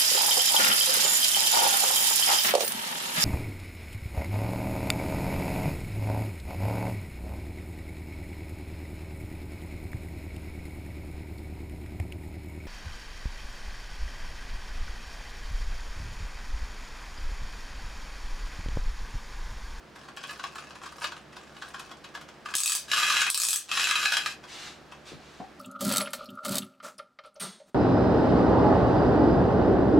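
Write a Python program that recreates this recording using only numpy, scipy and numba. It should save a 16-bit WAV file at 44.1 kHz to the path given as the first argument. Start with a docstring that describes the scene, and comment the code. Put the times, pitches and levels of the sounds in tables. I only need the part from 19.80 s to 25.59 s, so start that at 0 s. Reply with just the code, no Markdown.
"""Winding a toy robot

A plastic wind-up robot is turned over in the hands at a wooden desk, then wound twice. Each back
turn of the knob snaps a pawl (a small catch) over its teeth; each forward turn grinds the gears
in the hollow shell. A sleeve brushes the desk and a small bottle knocks on it. A fan hums in
the quiet room, and an automatic volume control turns everything down during loud clicks."""
import sys
import numpy as np
from scipy import signal
from scipy.fft import rfft, irfft
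from scipy.io import wavfile
from scipy.ndimage import uniform_filter1d
from numba import njit

SR = 44100
rng = np.random.default_rng(int(sys.argv[2]) if len(sys.argv) > 2 else 0)


def store_wav(level_fs):
    """Save 16-bit WAV to argv[1]."""
    pcm = np.round(np.clip(np.atleast_2d(level_fs), -1, 1) * 32767)
    wavfile.write(sys.argv[1], SR, pcm.T.astype(np.int16))


N = 255559

# The broad tone of each source. Each row: pitch in Hz, relative level in dB.
AIR_COLOUR = [(25, -11), (40, -28), (52, -5.5), (100, -6.5), (150, 0), (400, -1.5), (750, -2), (950, -5.5),
              (1600, -6), (2000, -10), (5000, -18.5), (16000, -40.5)]
SLEEVE_COLOUR = [(500, -7), (1100, 0.5), (1650, 2.5), (1900, 2.5), (2200, 3), (4000, 3), (7500, -5.5),
                 (10000, -15), (16000, -33)]
DESK_COLOUR = [(50, -12), (140, -3), (400, -1), (600, -6.5), (850, -2.5), (1200, -8), (3000, 6),
               (12000, -32)]
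KNOCK_COLOUR = [(200, -37), (600, -10.5), (1050, 1), (2000, -6), (3200, -4), (5000, -2.5), (8500, -11.5),
                (11000, -24), (16000, -43)]
GEAR_COLOUR = [(200, -32), (600, -16.5), (1150, -6), (2100, -5.5), (3300, 2.5), (4700, 1.5), (7500, -0.5),
               (11000, -8), (16000, -24)]
SNAP_COLOUR = [(300, -20), (700, -14.5), (1100, -5), (2100, -13.5), (3300, 2), (7500, 4.5), (10000, 3.5),
               (13000, -6.5), (16000, -6)]
# The pitches at which each part rings. Each row: pitch in Hz, width in Hz, relative strength in dB.
DESK_RINGS = [(163, 40, 2), (248, 44, -3.5), (453, 98, 4), (750, 18, 15.5)]
SHELL_RINGS = [(790, 63, -3.5), (1098, 43, 1.5), (1222, 83, 3), (1580, 20, -19), (1506, 53, 3),
               (1632, 190, 4.5), (2070, 30, 0), (2555, 124, 4.5), (2920, 36, -2), (3226, 124, -3.5),
               (3930, 150, -5), (5190, 370, -9.5), (7150, 56, -7.5)]
PAWL_RINGS = [(1236, 120, 0.5), (1690, 180, 4.5), (2530, 93, 8), (3660, 230, -7.5), (4700, 110, -7),
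              (8080, 680, 1.5), (10000, 250, -17)]
# The fan's hum. Each row: pitch in Hz, relative level in dB.
FAN_TONES = [(70.0, -62.5), (145.3, -60.5), (215.3, -62.5), (306.8, -62.5), (360.7, -60)]
# How the room fades. Each row: lowest and highest pitch in Hz, share of ROOM_FADE_S.
ROOM_BANDS = [(60.5, 6200, 0.92), (4970, 13900, 0.64), (9500, 21600, 0.66)]
# Bumps on the desk. Each row: start in seconds, relative level in dB, treble cutoff in Hz.
DESK_BUMPS = [(5.315, -32.5, 450), (5.331, -30.5, 200), (5.600, -26, 950)]
# Longer movements. Each row: start in seconds, length in seconds, relative level in dB.
SLEEVE_BRUSHES = [(4.666, .21, -46), (5.247, 0.037, -46.5), (5.394, 0.2, -61)]
FINGER_GRIPS = [(0.15, 0.095, -46.5), (0.395, 0.52, -46), (0.992, 0.184, -45.5), (1.164, .1, -37),
                (1.523, 0.22, -52), (1.73, 0.37, -49), (2.33, 0.027, -45), (2.64, 0.13, -36.5)]
FORWARD_TURNS = [(3.112, 0.322, -26), (3.912, 0.425, -28)]
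# Short hits in the toy. Each row: time in seconds, relative level in dB.
SHELL_KNOCKS = [(0.159, -33.5), (0.286, -33), (0.372, -25.5), (0.437, -22.5), (0.494, -25), (0.51, -28.5),
                (0.596, -27), (0.639, -20.5), (0.756, -28), (0.784, -27), (0.955, -31.5), (1.036, -28),
                (1.062, -28), (1.219, -24), (1.243, -15.5), (1.32, -27), (1.366, -33.5), (1.529, -36),
                (1.567, -28.5), (1.767, -34), (1.822, -24.5), (1.944, -27.5), (1.997, -26.5), (2.114, -29),
                (2.245, -29), (2.351, -25), (2.413, -32), (2.488, -32.5), (2.658, -28), (4.639, -32.5),
                (5.121, -32)]
NAIL_TICKS = [(0.3653, -37), (0.4718, -37), (0.509, -33), (0.7575, -38), (0.7662, -51), (1.0276, -43),
              (1.8864, -38), (1.996, -34), (2.242, -42), (2.4122, -42)]
GEAR_CATCHES = [(2.7384, -15), (3.115, -7.5), (3.1332, -9.5), (3.1773, -9.5), (3.2292, -7.5), (3.3006, -6),
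                (3.3671, -3.5), (3.417, 2.5), (3.465, -8.5), (3.563, -28), (3.891, -20.5), (3.9139, -10.5),
                (3.9727, -10.5), (3.996, -9.5), (4.1106, -2), (4.1538, -8), (4.2564, 3), (4.3204, -4),
                (4.3378, -12), (4.368, -5), (4.4594, -11)]
# The knob's speed, one list per back turn. Each row: time in seconds, teeth per second.
BACK_TURN_SPEEDS = [
    [(2.7525, 74.2), (2.7883, 54.8), (2.8229, 24.3), (2.8698, 58.1), (2.96, 22)],
    [(3.5013, 18.1), (3.5869, 38.4), (3.606, 58.7), (3.657, 60.8), (3.77, 26)],
]
# How hard the pawl snaps. Each entry: one back turn's relative level in dB.
BACK_TURN_DB = [-10, -6.5]

ROOM_FADE_S = 0.22  # time to fade by 60 dB


def undb(db):
    """Turn decibels into a multiplier."""
    return 10 ** (np.asarray(db) / 20)


def unit(x):
    """Scale a signal to an average power of 1."""
    return x / np.sqrt(np.mean(x ** 2))


def add(out, s, sound):
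    """Mix a sound in at s seconds."""
    i = int(s * SR)
    out[i:i + len(sound)] += sound[:N - i]


def wander(rate):
    """A random drift that heads for a new value `rate` times a second."""
    step = int(SR / rate)
    targets = np.repeat(rng.standard_normal(N // step + 1), step)
    return unit(uniform_filter1d(targets, step)[:N])


def stereo(mid, side):
    """Make left and right from what they share (mid) and what sets them apart (side)."""
    return np.array([mid + side, mid - side])


def place(x, left_db):
    """Make the left side louder than the right by left_db."""
    return x * undb(np.array([[left_db], [-left_db]]) / 2)


def stroke(s, length_s, attack_s, release_s):
    """The strength of one movement: it builds from s seconds, holds and dies away."""
    t = np.arange(N) / SR - s
    rise = 1 - np.exp(-np.maximum(t, 0) / attack_s)
    return rise * np.exp(-np.maximum(t - length_s, 0) / release_s)


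def body(x, colour, rings=(), ring_db=0, size=8192):
    """Give x the sound of an object: a broad tone with ringing pitches standing out."""
    freqs = np.maximum(np.arange(size // 2 + 1) * SR / size, 1)
    hz, db = np.transpose(colour)
    peaks = sum(undb(peak_db + ring_db) ** 2 / (1 + (2 * (freqs - centre) / width) ** 2)
                for centre, width, peak_db in rings)
    gain = undb(np.interp(np.log(freqs), np.log(hz), db)) * np.sqrt(1 + peaks)
    # Build a filter that rings only after each hit, never before it.
    cepstrum = irfft(np.log(gain))[:size // 2]
    cepstrum[1:] *= 2
    response = irfft(np.exp(rfft(cepstrum, size)))
    return signal.fftconvolve(x, response / np.linalg.norm(response))[:N]


def contact(decay_s, tilt_db=0, rise_s=0.0001, size=4096):
    """One touch builds, chatters and fades. A harder one is brighter, by tilt_db per octave."""
    t = np.arange(size) / SR
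    chatter = rng.standard_normal(size) * (1 - np.exp(-t / rise_s)) * np.exp(-t / decay_s)
    chatter *= np.sqrt(decay_s * SR / 2) / np.linalg.norm(chatter)
    freqs = np.arange(size + 1) * SR / (2 * size)
    octaves = np.log2(np.maximum(freqs, 800) / 2500)
    return irfft(rfft(chatter, 2 * size) * undb(tilt_db * octaves))[:size]


def stick_slip(rate, scatter_db):
    """Rubbing surfaces stick and slip at random, about `rate` times a second."""
    slips = (rng.random(N) < rate / SR) * rng.choice([-1, 1], N)
    sizes = undb(scatter_db * np.clip(rng.standard_normal(N), -2, 2))
    return unit(slips * sizes)


def rattle(rate, decay_s, tilt_db, scatter_db=3, count=600):
    """Small uneven taps follow each other, about `rate` a second."""
    out = np.zeros(N)
    for s in np.cumsum(rng.uniform(0.5, 1.5, count)) / rate:
        tap = undb(scatter_db * rng.standard_normal()) * contact(decay_s, tilt_db, size=512)
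        if s < N / SR:
            add(out, s, tap)
    return unit(out)


def fan():
    """A fan makes a steady rush of air and a wavering hum."""
    mid, side = (body(rng.standard_normal(N), AIR_COLOUR) for _ in range(2))
    t = np.arange(N) / SR
    hum = sum(np.sqrt(2) * undb(db) * np.sin(2 * np.pi * hz * t + 0.83 * wander(rate=7))
              for hz, db in FAN_TONES)
    return undb(-52.5) * stereo(mid, undb(-8) * side) + undb(-5) * hum


def room_tail(size=16384, rise_s=0.0012, width_db=-6.5):
    """Sound lingers in the small room, and the treble dies first."""
    t = np.arange(size) / SR
    tail = 0
    for low_hz, high_hz, share in ROOM_BANDS:
        band = signal.butter(3, [low_hz, high_hz], "band", fs=SR, output="sos")
        fade = undb(-60 * t / (share * ROOM_FADE_S))
        tail = tail + signal.sosfilt(band, rng.standard_normal((2, size))) * fade
    tail *= 1 - np.exp(-t / rise_s)
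    mid, side = tail / np.linalg.norm(tail, axis=1, keepdims=True)
    return stereo(mid, undb(width_db) * side)


def room(x, echo_s=0.0085, echo_db=-17.5):
    """The room adds one close echo and a tail that changes as the source is moved about."""
    echo = np.zeros(N)
    add(echo, echo_s, undb(echo_db) * x)
    blend = 2 * wander(rate=5)
    tail = sum(signal.fftconvolve((x * share)[None], room_tail(), axes=1)[:, :N]
               for share in (np.cos(blend), np.sin(blend)))
    return x + echo + tail


def desk():
    """A sleeve slides over the wood, which booms under the soft arm and the harder bottle."""
    sliding = sum(undb(db) * stroke(s, length_s, attack_s=0.027, release_s=0.046)
                  for s, length_s, db in SLEEVE_BRUSHES)
    cloth = sliding * stick_slip(rate=7000, scatter_db=0)
    force = np.zeros(N)
    for s, db, cutoff_hz in DESK_BUMPS:
        soften = signal.butter(3, cutoff_hz, fs=SR, output="sos")
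        add(force, s, undb(db) * signal.sosfilt(soften, contact(decay_s=0.0087, rise_s=0.0014)))
    return body(cloth, SLEEVE_COLOUR) + body(force, DESK_COLOUR, DESK_RINGS, ring_db=5)


def grip():
    """How hard the fingers work on the shell at each moment."""
    return sum(undb(db) * stroke(s, length_s, attack_s=0.02, release_s=0.017)
               for s, length_s, db in FINGER_GRIPS)


def fingertips():
    """Fingernails tick brightly on the plastic, and faintly at each knock. A fine crackle and skin hiss follow
    the grip."""
    crackle = undb(-18.5) * rattle(rate=22, decay_s=0.0006, tilt_db=-4)
    skin = undb(-30.5) * stick_slip(rate=6000, scatter_db=-1)
    force = grip() * (crackle + skin)
    for s, db in NAIL_TICKS:
        add(force, s, undb(db - 2.5) * contact(decay_s=0.00099, tilt_db=-1.2))
    for s, db in SHELL_KNOCKS:
        add(force, s, undb(db - 20.5) * contact(decay_s=0.00097))
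    return body(force, SNAP_COLOUR)


def limb_ring(push, low_hz=2500, high_hz=3700, width_hz=520, ring_db=3):
    """A loose limb adds a short clack at a pitch of its own."""
    hz = rng.uniform(low_hz, high_hz)
    ring = signal.lfilter(*signal.iirpeak(hz, hz / width_hz, fs=SR), push)
    return push + undb(ring_db) * ring


def handling():
    """Fingers rub the shell and stir loose parts. A limb scrapes, knocks and bounces once."""
    rubbing = undb(-16.5) * stick_slip(rate=820, scatter_db=20) * undb(1.2 * wander(rate=40))
    loose_parts = undb(-12.5) * rattle(rate=35, decay_s=0.0035, tilt_db=-2)
    force = grip() * (rubbing + loose_parts)
    bounce_delays = rng.uniform(0.0036, 0.06, len(SHELL_KNOCKS))
    for (s, db), bounce_s in zip(SHELL_KNOCKS, bounce_delays):
        tilt_db = -3.94 - 0.7 * rng.standard_normal()
        scrape = contact(decay_s=0.0076, rise_s=0.0055)
        knock = limb_ring(contact(decay_s=0.0028, tilt_db=tilt_db, rise_s=0.0033))
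        add(force, s - 0.008, undb(db - 18) * scrape)
        add(force, s - 0.001, undb(db - 8) * knock)
        add(force, s + bounce_s, undb(db - 14) * contact(decay_s=0.001))
    return body(force, KNOCK_COLOUR, SHELL_RINGS, ring_db=4.5)


def gears(slack_db=-10.5, lead_s=0.036, trail_s=0.18):
    """Gears grind against the spring. Teeth tick past, and now and then one catches hard."""
    effort = np.zeros(N)
    for s, length_s, db in FORWARD_TURNS:
        loaded = stroke(s, length_s, attack_s=0.011, release_s=0.02)
        # The gears turn lightly before and after the spring pushes back.
        slack = stroke(s - lead_s, lead_s + length_s + trail_s, attack_s=0.0067, release_s=0.011)
        effort += undb(db) * np.maximum(loaded, undb(slack_db) * slack)
    grinding = undb(-6) * undb(1.8 * wander(rate=120)) * stick_slip(rate=2200, scatter_db=2)
    ticking = undb(-7.5) * rattle(rate=75, decay_s=0.00106, tilt_db=0)
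    force = effort * (grinding + ticking)
    for s, db in GEAR_CATCHES:
        add(force, s, undb(db - 7) * contact(decay_s=0.0023, tilt_db=-1.5, rise_s=0.0015))
    return body(force, GEAR_COLOUR, SHELL_RINGS, ring_db=14)


def tooth_times(speed):
    """The moments when a tooth passes the pawl, the first as the knob starts to move."""
    s, rate = np.transpose(speed)
    t = np.arange(s[0], s[-1], 1 / SR)
    teeth_passed = np.cumsum(np.interp(t, s, rate)) / SR
    return np.interp(np.arange(np.ceil(teeth_passed[-1])), teeth_passed, t)


def ratchet(crack_db=5, scatter_db=1.3, bounce_s=0.008, bounce_db=-14):
    """The pawl breaks free with a dry crack, then snaps, chatters and bounces once on each tooth."""
    force, cracks = np.zeros(N), np.zeros(N)
    for speed, turn_db in zip(BACK_TURN_SPEEDS, BACK_TURN_DB):
        times = tooth_times(speed) + 0.0006
        add(cracks, times[0], undb(turn_db + crack_db) * contact(decay_s=0.0006))
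        for s in times:
            db = turn_db + scatter_db * rng.standard_normal()
            snap = contact(decay_s=0.00024)
            chatter = undb(-0.5) * contact(decay_s=0.0017)
            add(force, s, undb(db) * (snap + chatter))
            landing_s = s + bounce_s * rng.uniform(0.8, 1.2)
            add(force, landing_s, undb(db + bounce_db) * contact(decay_s=0.0022))
    return undb(9) * (body(force, SNAP_COLOUR, PAWL_RINGS, ring_db=6.5) + body(cracks, SNAP_COLOUR))


def scene():
    """The toy and the desk sound in the room, over the fan."""
    toy = room(ratchet() + gears() + handling() + fingertips())
    return place(toy, left_db=0.76) + place(room(desk()), left_db=0.5) + place(fan(), left_db=-1)


@njit
def follow_peaks(x, release):
    """Track the level: jump up at once, fall back slowly."""
    levels, level = np.empty(len(x)), 0.
    for i in range(len(x)):
        level = max(x[i], level * release)
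        levels[i] = level
    return levels


def record(dry, ceiling_db=-17.5, treble_db=-5, release_s=0.084, overload_db=-6, top_hz=16100):
    """A fast volume control, most alert to treble, holds the level down. The top treble is cut."""
    brightened = dry + undb(treble_db) * np.diff(dry, prepend=0)
    level = uniform_filter1d(np.abs(brightened).max(axis=0), size=44)
    peak = follow_peaks(level, np.exp(-1 / (release_s * SR)))
    gain = np.minimum(1, undb(ceiling_db) / (peak + 1e-9))
    gain = uniform_filter1d(gain, size=60)
    # Short cracks slip past and are rounded off.
    rounded = undb(overload_db) * np.tanh(dry * gain / undb(overload_db))
    return signal.sosfilt(signal.ellip(8, 0.2, 70, top_hz, fs=SR, output="sos"), rounded)


dry = scene()
out = record(dry)
store_wav(out)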